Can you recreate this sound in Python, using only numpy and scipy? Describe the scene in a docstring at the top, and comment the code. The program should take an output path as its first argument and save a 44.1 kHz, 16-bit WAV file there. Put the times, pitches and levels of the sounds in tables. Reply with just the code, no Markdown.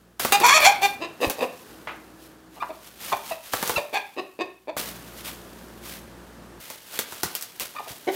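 """A quiet appliance hum comes first, then a wing flap, clucks and one long squawk, all close by in a kitchen.
The chicken's voice is a buzz of pulses and air puffs, coloured by throat, windpipe and beak.
Wings crack and thud as short noise bursts, and feathers swish as flickering noise with small ticks.
Puffs of low noise push on the microphone, and a claw knock is a short burst of mid-range noise.
Hard walls add short tails to voice and wings, over room rumble, hum and a brief faint note."""
import sys
import numpy as np
from scipy import signal
from scipy.io import wavfile
from scipy.ndimage import uniform_filter1d

SR = 44100
rng = np.random.default_rng(int(sys.argv[2]) if len(sys.argv) > 2 else 0)


def digitize_waveform(pressure):
    """Quantize a signal to 16-bit integers and store it at the path in sys.argv[1].

    Rows of a 2-D input are taken as channels; values are limited to [-1, 1].
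    """
    field = np.atleast_2d(pressure).T
    bounded = np.clip(field, -1, 1)
    quanta = np.round(bounded * 32767).astype(np.int16)
    wavfile.write(sys.argv[1], SR, quanta)


N = 359415

# Short cries: start t/s, rise t/s, hold t/s, effort level/dB, first pitch f/Hz, held pitch f/Hz,
# roughness 0-1, beak brightness level/dB, throat resonance (times the pitch),
# neck posture (factor on the windpipe and beak resonances)
CLUCK_ROWS = [(0.32, 0.00079, 0.038, -16.5, 441, 404, 0.15, 0, 2.01, 1.007),
              (0.401, 0.015, 0.0041, -22, 358, 365, 0.4, -1.5, 1.01, 0.97),
              (0.813, 0.02, 0.026, -17, 347, 397, 0.11, -1, 1.9, 0.94),
              (1.001, 0.02, 0.036, -30, 251.6, 336, 0.23, -2.5, 1.01, 1.03),
              (1.202, 0.025, 0.02, -20.5, 198.8, 293.4, 0.5, -4.5, 1.61, 1.02),
              (1.383, 0.03, 0.026, -22, 303.4, 256.3, 0.53, -6.5, 1.71, 1),
              (2.561, 0.0023, 0.018, -45, 297, 297, 0.57, -7, 2.7, 1.1),
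              (2.599, 0.0051, 0.017, -36.5, 1087, 1200, 0.27, -4, .98, 0.94),
              (2.622, 0.0013, 0.0084, -25, 282, 303, 0.63, -19, 3.2, 1.07),
              (2.688, 0.019, 0.0022, -32, 309, 328.7, 0.34, -15.5, 1.72, 0.94),
              (3.116, 0.0092, 0.0008, -23, 1330, 760, 0.3, -11.5, 1.07, 0.73),
              (3.123, 0.0018, 0.0089, -18, 424, 401.6, 0.5, -9.5, 1.95, 0.94),
              (3.304, 0.012, 0.012, -27.5, 1135, 644.6, 0.3, -8, .99, 1.03),
              (3.767, .012, .012, -22, 920, 572.6, 0.53, -5.5, 1.01, 0.98),
              (3.927, .021, 0.028, -23, 180.3, 420.7, 0.39, -1, 1.9, 0.93),
              (4.164, 0.024, 0.011, -27, 196, 370.2, 0.34, -4, 1.01, 1.034),
              (4.389, 0.022, 0.01, -23.5, 159.2, 368.8, 0.21, -4, 1.01, 0.99),
              (4.672, 0.025, 0.0012, -27, 230, 324, 0.25, -9.5, 1.9, 0.94),
              (7.748, 0.015, 0.0063, -35.5, 393, 600, 0.3, -6.5, 1.8, 0.97),
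              (7.778, 0.0087, .002, -33, 620, 595, 0.17, -6.5, 1.95, 1),
              (7.793, 0.0045, 0.0055, -32, 600, 394, 0.42, -18, 1.95, 1.1),
              (7.858, 0.014, 0.0017, -39.5, 995, 693, 0.52, -18, 1.01, 0.89),
              (8.068, 0.011, 0.017, -21, 236, 378.8, 0.36, -11, .95, 0.82)]
# A thin, clean squeak with little echo: columns as for the short cries
SQUEAK_ROW = (3.757, 0.005, .007, -22, 1320, 1345, 0.08, -5, 2.01, 1.07)
# The long squawk: t/s, effort level/dB, pitch f/Hz, throat resonance (times the pitch),
# roughness 0-1, beak brightness level/dB
SQUAWK_POINTS = [(.424, -23, 386, 2.02, 0.4, -7), (.446, -4.5, 492, 2.02, 0.26, -9),
                 (0.472, -12.5, 483, 2.02, 0.61, -1.5), (0.499, -8.5, 502.1, 2.02, 0.46, -3.5),
                 (0.516, -13, 532.3, 2.02, .2, 0), (0.531, -15, 584, 1.95, 0.3, 4.5),
                 (0.547, -10, 630.7, 1.55, 0.06, -1), (0.577, -8.5, 634, 1.5, .3, -2),
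                 (0.601, -21.5, 618, 1.3, 0.5, -4.5), (.624, -25, 589.5, 1.1, .3, 13),
                 (0.643, -20.5, 610.8, 1.03, 0.15, 8.5), (.652, -17.5, 659.3, 1.03, 0.6, 14),
                 (.668, -10.5, 742, 1.03, 0.42, 7.5), (0.679, -6.5, 796, 1.03, 0.03, -6),
                 (0.707, -19.5, 784, 1.03, 0.45, -2.5), (0.719, -33.5, 810, 1.03, 0.4, -17)]
# Windpipe and beak resonances before the neck factor: f/Hz, width f/Hz, level/dB before rasp and brightness
BEAK_RESONANCES = [(1085, 330, 2), (1760, 300, -1), (2580, 400, 7), (3750, 420, 1), (4780, 420, -1),
                   (6300, 900, -5), (7900, 1100, -7), (12000, 2400, -15)]
# Wing slaps: t/s, crack level/dB, low thud against the crack level/dB (both trimmed in slap)
WING_SLAPS = [(0.1966, -19.5, -12.5), (0.249, -10.5, -10), (0.323, -1.5, -18), (0.401, -13, -16),
              (0.465, -7, -28), (.604, -14.5, -25), (1.2988, -11.5, -17), (1.3047, -23, -16),
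              (3.169, -27, -15), (3.5353, -13, -7), (3.6273, -15, -8), (3.6765, -13.5, -20),
              (3.695, -13.5, -8), (4.7668, -24, -5.5), (6.7014, -22, -17.5), (6.9904, -8.5, -20),
              (7.1229, -27, -11), (7.233, -8, -18.5), (7.3517, -12, -52), (7.3597, -26, -51),
              (7.411, -20.5, -46), (7.4246, -16.5, -47), (7.5982, -15.5, -34)]
# Wing strokes, feathers sweeping through air: full sweep t/s, level/dB (raised in swish), rise t/s, hold t/s
WING_STROKES = [(0.196, -32.5, 0.00098, 0.027), (0.315, -42, 0.015, 0.023), (0.46, -38, 0.091, 0.078),
                (0.646, -28, 0.092, 0.0071), (0.821, -35, .01, 0.027), (1.211, -42, 0.011, 0.062),
                (1.424, -46, 0.18, 0.0093), (2.23, -56.5, 0.099, 0.031), (2.853, -52, 0.072, 0.022),
                (3.021, -41, 0.056, 0.1), (3.277, -43, 0.13, 0.039), (3.451, -47.5, 0.042, 0.05),
                (3.526, -38.5, 0.013, .24), (3.94, -44, 0.017, .005), (4.772, -33.5, 0.0021, 0.024),
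                (4.87, -41, 0.053, .01), (5.177, -48.5, 0.051, 0.028), (5.249, -40.5, .01, 0.044),
                (5.849, -44.5, 0.034, 0.1), (6.603, -48, 0.0079, 0.14), (6.947, -39.5, 0.073, 0.011),
                (7.128, -47.5, 0.12, 0.018), (7.606, -36, .006, 0.009), (7.89, -41.5, 0.029, 0.011),
                (8.14, -40.5, 0.04, .02)]
# Faint background rustle and hiss between the strokes, with level steps: t/s, level/dB (raised in swish)
BACKGROUND_RUSTLE = [(.19, -75), (.2, -36), (1.1, -65), (1.6, -55.5), (2.5, -71.5), (2.55, -58.5),
                     (3.9, -56.5), (4.76, -73.5), (4.8, -49.5), (6.57, -68.5), (6.62, -58.5), (7.3, -45),
                     (7.45, -53.5), (8.15, -51.5)]
# Tone colour of the feather noise, only its shape counts: f/Hz, level/dB per Hz
FEATHER_COLOUR = [(88, -48), (150, -10), (606, -3.5), (864, -5.5), (2310, -5), (3040, -3.5), (7660, -9.5),
                  (13600, -7), (15600, -10.5), (16500, -50)]
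# Air pushed onto the microphone: start t/s, level/dB, length t/s
AIR_GUSTS = [(1.265, -23.5, 0.022), (3.11, -43, 0.048), (3.68, -45, 0.04), (3.752, -35.5, 0.041),
             (7.11, -48, .06), (7.228, -38, 0.052), (7.89, -45, 0.051)]
# How fast the kitchen's echoes die: f/Hz, time to fall by 60 dB t/s
KITCHEN_DECAY = [(200, 0.44), (600, 0.39), (1500, 0.44), (4000, 0.35), (10000, 0.094)]
# Room tone, which jumps and swells: t/s, rumble level/dB, change of the hum level/dB
ROOM_LEVELS = [(0, -59.5, 0), (.19, -60.5, -2), (.3, -41.5, -38), (1.6, -51.5, -27), (1.7, -48, 0.5),
               (3.391, -58.5, -2.5), (3.41, -65, -11), (3.901, -60.5, -28.5), (4.75, -69, -6),
               (4.8, -46, 9), (6.6, -47.5, 9), (6.61, -61.5, -9), (8.15, -54.5, -33)]
# Tone colour of the rumble, only its shape counts: f/Hz, level/dB per Hz
RUMBLE_COLOUR = [(15, -66), (25, -12), (49, -17), (87, -9.5), (177, -6.5), (313, -4), (358, -5),
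                 (787, -11.5), (1730, -14.5), (2040, -21.5), (14000, -34), (16500, -53.5)]
# Hum lines of the appliance: f/Hz, level/dB before the change over time
HUM_LINES = [(59.2, -62.5), (118.4, -68.5), (177.6, -64), (220.7, -67.5), (349.9, -70.5)]

SQUEAK_WALLS_DB = -8  # the walls get less of the squeak
THROAT_WIDTH_HZ, THROAT_LOWEST_HZ = 356, 400
SQUAWK_NECK = 0.91  # factor on the windpipe and beak resonances
RASP_ABOVE_HZ, RASP_DB_PER_DB, RASP_EFFORT_DB = 5500, .5, -10  # the top resonances open up with effort
# Flying at the microphone, the bird strains harder than its level tells
FLIGHT_END_S, FLIGHT_RASP_DB = 1.1, 6
RISE_DB, RELEASE_S, RELEASE_DB = -13.5, 0.0123, -11.5  # effort at the start of a cluck; its dying away
SHUT_DB, ONSET_ROUGH = -4.5, 0.19  # a cluck starts with the beak half shut and the voice unsteady
FALLING_RATIO, FALLING_SOFT = 1.3, .55  # a cluck falling from a high, tense pitch starts less softly
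STROKE_FALL_DB_PER_S = 204
# Claws meeting a hard surface
LANDING_S, LANDING_DB, LANDING_HZ, LANDING_DECAY_S = 1.872, -30, 1500, .035
NOTE_START_S, NOTE_END_S, NOTE_HZ, NOTE_DB = 1.7, 2.55, 320, -56  # a faint steady note
HISS_DB, EDGE_HZ = -69.5, 15900  # microphone self-noise; upper limit of the sound


def gain_of(db):
    """Turns decibels into a factor."""
    return 10 ** (np.asarray(db) / 20)


def evened(x):
    """Scales a signal to an average (rms) strength of 1."""
    return x / np.sqrt(np.mean(x ** 2) + 1e-20)


def filtered(x, order, hz, kind):
    """Cuts a signal down to part of its frequencies with a Butterworth filter."""
    return signal.sosfilt(signal.butter(order, hz, kind, fs=SR, output="sos"), x)


def read_spectrum(points, hz):
    """Reads a table of values against frequency, on a log-frequency axis."""
    f, value = np.transpose(points)
    return np.interp(np.log(hz + 1), np.log(f + 1), value)


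def unit_power_db(colour, hz):
    """Reads a tone colour in dB and shifts it to mean power 1."""
    db = read_spectrum(colour, hz)
    return db - 10 * np.log10(np.mean(gain_of(db) ** 2))


def add(mix, s, sound):
    """Mixes a sound in at second s."""
    part = mix[round(s * SR):][:len(sound)]
    part += sound[:len(part)]


def resonate(x, hz, width_hz):
    """Makes a resonance of gain 1: shifts its frequency curve to zero, smooths, and shifts back."""
    turn = np.exp(2j * np.pi * np.cumsum(hz * np.ones(len(x))) / SR)
    r = np.exp(-np.pi * width_hz / SR)
    smooth = signal.lfilter([1 - r], [1, -r], x / turn + 1e-18)
    return 2 * (turn * smooth).real


def resonate_twice(x, hz, width_hz, second_width_hz):
    """Two resonances in a row at the same pitch fall off more steeply to the sides."""
    return resonate(resonate(x, hz, width_hz), hz, second_width_hz)


def noise(field_db, size):
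    """Builds noise from random short-time spectra shaped by field_db(Hz, s); 0 dB flat gives rms 1."""
    hop = size // 4
    hz = np.fft.rfftfreq(size, 1 / SR)[:, None]
    t = np.arange(N // hop + 5) * hop / SR
    a, b = rng.standard_normal((len(t), len(hz), 2)).T
    spectra = a + 1j * b
    flat = signal.istft(spectra, nperseg=size, noverlap=size - hop)[1]
    shaped = signal.istft(spectra * gain_of(field_db(hz, t)), nperseg=size, noverlap=size - hop)[1]
    return shaped[:N] / np.sqrt(np.mean(flat ** 2))


def cry(neck, rows):
    """Jittered pulses and puffs of air pass the throat, windpipe and beak."""
    s, *columns = np.transpose(rows)
    t = np.arange(s[0], s[-1] + 0.0069, 1 / SR)
    effort_db, hz, tuned_to, rough, bright_db = (np.interp(t, s, c) for c in columns)
    rough = np.clip(rough, 0, 1)
    strained_db = effort_db + FLIGHT_RASP_DB * (s[0] < FLIGHT_END_S)
    jitter, shimmer, air = rng.standard_normal((len(t), 3)).T

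    # Count of voice cycles, with an unsteady pitch
    turns = np.cumsum(hz * (1 + 1.335 * rough * uniform_filter1d(jitter, 100))) / SR - hz[0] * .002
    # Harder effort snaps the membranes shut faster, so the pulses reach higher
    reach_hz = 2500 * gain_of(.55 * (strained_db + 25))
    pulses = np.zeros(len(t))
    for k in range(1, 40):
        pulses += np.cos(2 * np.pi * k * turns) * (k * hz < EDGE_HZ) / (1 + k * hz / reach_hz)
    air = resonate(air, 0, np.median(reach_hz) * 2)
    puffs = (.35 + np.exp(-(turns % 1) / .3)) * air
    drive = (1 - rough) * evened(pulses) + rough * evened(puffs)
    # A strained voice also wavers in strength from pulse to pulse
    drive = drive * gain_of(5 * rough * evened(uniform_filter1d(shimmer, 130)))
    # and slips in and out of strong-weak pulse pairs
    pairing = np.tanh(evened(uniform_filter1d(jitter, 500)))
    drive = drive * (1 + 1.2 * rough * pairing * np.cos(np.pi * turns))

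    throat_hz = np.maximum(tuned_to * hz, THROAT_LOWEST_HZ)
    throat = resonate_twice(drive, throat_hz, THROAT_WIDTH_HZ, 1.79 * THROAT_WIDTH_HZ)
    rasp_db = RASP_DB_PER_DB * (strained_db - RASP_EFFORT_DB)
    beak = np.zeros(len(t))
    for k, (f, width, db) in enumerate(BEAK_RESONANCES):
        gain = gain_of(db + rasp_db * (f > RASP_ABOVE_HZ))
        beak += (-1) ** k * gain * resonate_twice(drive, f * neck, width, width)
    sound = filtered(evened(throat) - gain_of(bright_db) * evened(beak), 2, 220, "high")
    edges = np.clip(np.minimum(t - t[0], t[-1] - t) / 0.00091, 0, 1)  # avoids clicks
    return s[0], -gain_of(effort_db) * evened(sound) * edges


def cluck(start, rise, hold, db, first_hz, hz, rough, bright_db, tuned_to, neck):
    """Effort swells and the beak opens while the pitch slides to its held note, holds, and dies away."""
    s = start + np.cumsum([0, abs(rise) + 1 / SR, abs(hold) + 1 / SR, RELEASE_S])
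    soft = FALLING_SOFT if first_hz > FALLING_RATIO * hz else 1
    effort_db = db + np.array([soft * RISE_DB, 0, 0, RELEASE_DB])
    pitch_hz = [first_hz, hz, hz, hz]
    roughness = rough + np.array([ONSET_ROUGH, 0, 0, 0])
    beak_db = bright_db + np.array([soft * SHUT_DB, 0, 0, SHUT_DB])
    return cry(neck, np.transpose([s, effort_db, pitch_hz, [tuned_to] * len(s), roughness, beak_db]))


def slap(db, thud_db):
    """A thin crack of stiff feathers and its rustle, with a duller blow of the wing under it."""
    t = np.arange(round(0.057 * SR)) / SR
    rustle, blow = rng.standard_normal((len(t), 2)).T
    snap = np.sign(rustle) * np.exp(-t / .0005)
    crack = filtered(snap + 0.24 * rustle * np.exp(-t / 0.02), 1, 1200, "high")
    blow_shape = np.exp(-t / 0.0065) * (1 - np.exp(-t / 0.00083))
    blow = evened(filtered(blow, 2, [170, 1300], "band")) * blow_shape
    return gain_of(db - 1.5) * (crack + gain_of(thud_db + 7.0) * blow)


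def sweep():
    """Level of the feather noise: strokes rise, hold and fall away over the background rustle and hiss."""
    t = np.arange(0, N + 32, 32) / SR
    s, db, rise, hold = np.transpose(WING_STROKES)[:, :, None]
    rise_db = np.minimum(20 * (t - s) / np.maximum(rise, 1 / SR), 0)
    fall_db = STROKE_FALL_DB_PER_S * np.maximum(t - s - hold, 0)
    strokes = (gain_of(db + rise_db - fall_db) ** 2).sum(0)
    background = gain_of(np.interp(t, *np.transpose(BACKGROUND_RUSTLE))) ** 2
    return np.interp(np.arange(N) / SR, t, np.sqrt(strokes + background))


def swish():
    """Wide noise that flickers as feather barbs slip, with scattered ticks."""
    # One flicker value for each hop of the noise
    flicker = evened(uniform_filter1d(rng.standard_normal(N // 64 + 5), size=3))
    air = noise(lambda hz, t: unit_power_db(FEATHER_COLOUR, hz) + 2.0 * flicker, size=256)
    tick_gain = gain_of(3.3 * np.minimum(rng.exponential(1, N), 4))
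    # About 400 ticks a second, each one sample long
    ticks = tick_gain * rng.choice([-1, 1], N) * (rng.random(N) < 400 / SR)
    return gain_of(3.5) * sweep() * (air + gain_of(-8.0) * evened(ticks))


def landing(db, hz, decay):
    """Claws on a hard surface: a short scratchy knock of band-limited noise that dies away."""
    t = np.arange(round(.1 * SR)) / SR
    knock = filtered(rng.standard_normal(len(t)), 3, [hz / 3, hz * 1.67], "band")
    return gain_of(db) * evened(knock) * np.exp(-t / decay)


def gust(db, length):
    """Air pushed onto the microphone: a lumpy puff of low noise that swells and fades."""
    count = round(length * SR)
    lumps = filtered(rng.standard_normal(SR // 5), 2, [45, 170], "band")[-count:]
    return gain_of(db) * evened(lumps) * np.hanning(count)


def kitchen(x, count=3):
    """Wall echoes are sparse taps of random sign, each band dying at its own speed."""
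    at, out = np.arange(200, SR - 20, 20), np.zeros(N)
    for k in range(count):
        taps = np.zeros(SR)
        taps[at + rng.integers(0, 20, len(at))] = rng.choice([-1., 1.], len(at))
        hz, t, spectra = signal.stft(taps, SR, nperseg=256)
        fade = gain_of(-60 * t / read_spectrum(KITCHEN_DECAY, hz)[:, None])
        tail = signal.istft(spectra * fade, SR, nperseg=256)[1]
        # Several tails take turns, so no single ring stands out
        turn = np.sqrt(2 / count) * np.cos(np.pi * (12.0 * np.arange(N) / SR + k / count))
        out += signal.fftconvolve(x * turn, tail / np.linalg.norm(tail))[:N]
    return out


def room_tone():
    """Appliance rumble with slightly wavering hum lines, and a faint note for a while."""
    t = np.arange(N) / SR
    s, db, hum_db = np.transpose(ROOM_LEVELS)
    steady = noise(lambda hz, u: unit_power_db(RUMBLE_COLOUR, hz) + 0 * u, size=2048)
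    rumble = gain_of(np.interp(t, s, db)) * steady
    hum = np.zeros(N)
    for hz, line_db in HUM_LINES:
        waver = evened(resonate_twice(rng.standard_normal(N), hz, 24, 24))
        hum += gain_of(line_db) * (np.sqrt(2) * np.sin(2 * np.pi * hz * t) + hz / 400 * waver)
    note = gain_of(NOTE_DB) * evened(resonate(rng.standard_normal(N), NOTE_HZ, 3.1))
    note = note * (t > NOTE_START_S) * (t < NOTE_END_S)
    return rumble + gain_of(np.interp(t, s, hum_db)) * hum + note


def scene():
    """Bird and wings in the kitchen over the room tone."""
    voice, squeak, wings, air = np.zeros((4, N))
    for row in CLUCK_ROWS:
        add(voice, *cluck(*row))
    add(voice, *cry(SQUAWK_NECK, SQUAWK_POINTS))
    add(squeak, *cluck(*SQUEAK_ROW))
    for s, *blow in WING_SLAPS:
        add(wings, s, slap(*blow))
    add(wings, LANDING_S, landing(LANDING_DB, LANDING_HZ, LANDING_DECAY_S))
    for s, *puff in AIR_GUSTS:
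        add(air, s, gust(*puff))
    voice_tail = gain_of(-10.5) * kitchen(voice + gain_of(SQUEAK_WALLS_DB) * squeak)
    wing_tail = gain_of(-10.0) * kitchen(wings)
    return (voice + squeak + wings + voice_tail + wing_tail + air + swish() + room_tone())[None]


def record(dry):
    """Microphone hiss and bass roll-off, a soft overload on the loudest peaks, then the band limit."""
    heard = dry + gain_of(HISS_DB) * rng.standard_normal(N)
    heard = np.tanh(filtered(heard, 2, 38, "high"))
    band_limit = signal.firwin(511, EDGE_HZ, window=("kaiser", 9), fs=SR)
    return signal.oaconvolve(heard, band_limit[None], "same")


dry = scene()
out = record(dry)
digitize_waveform(out)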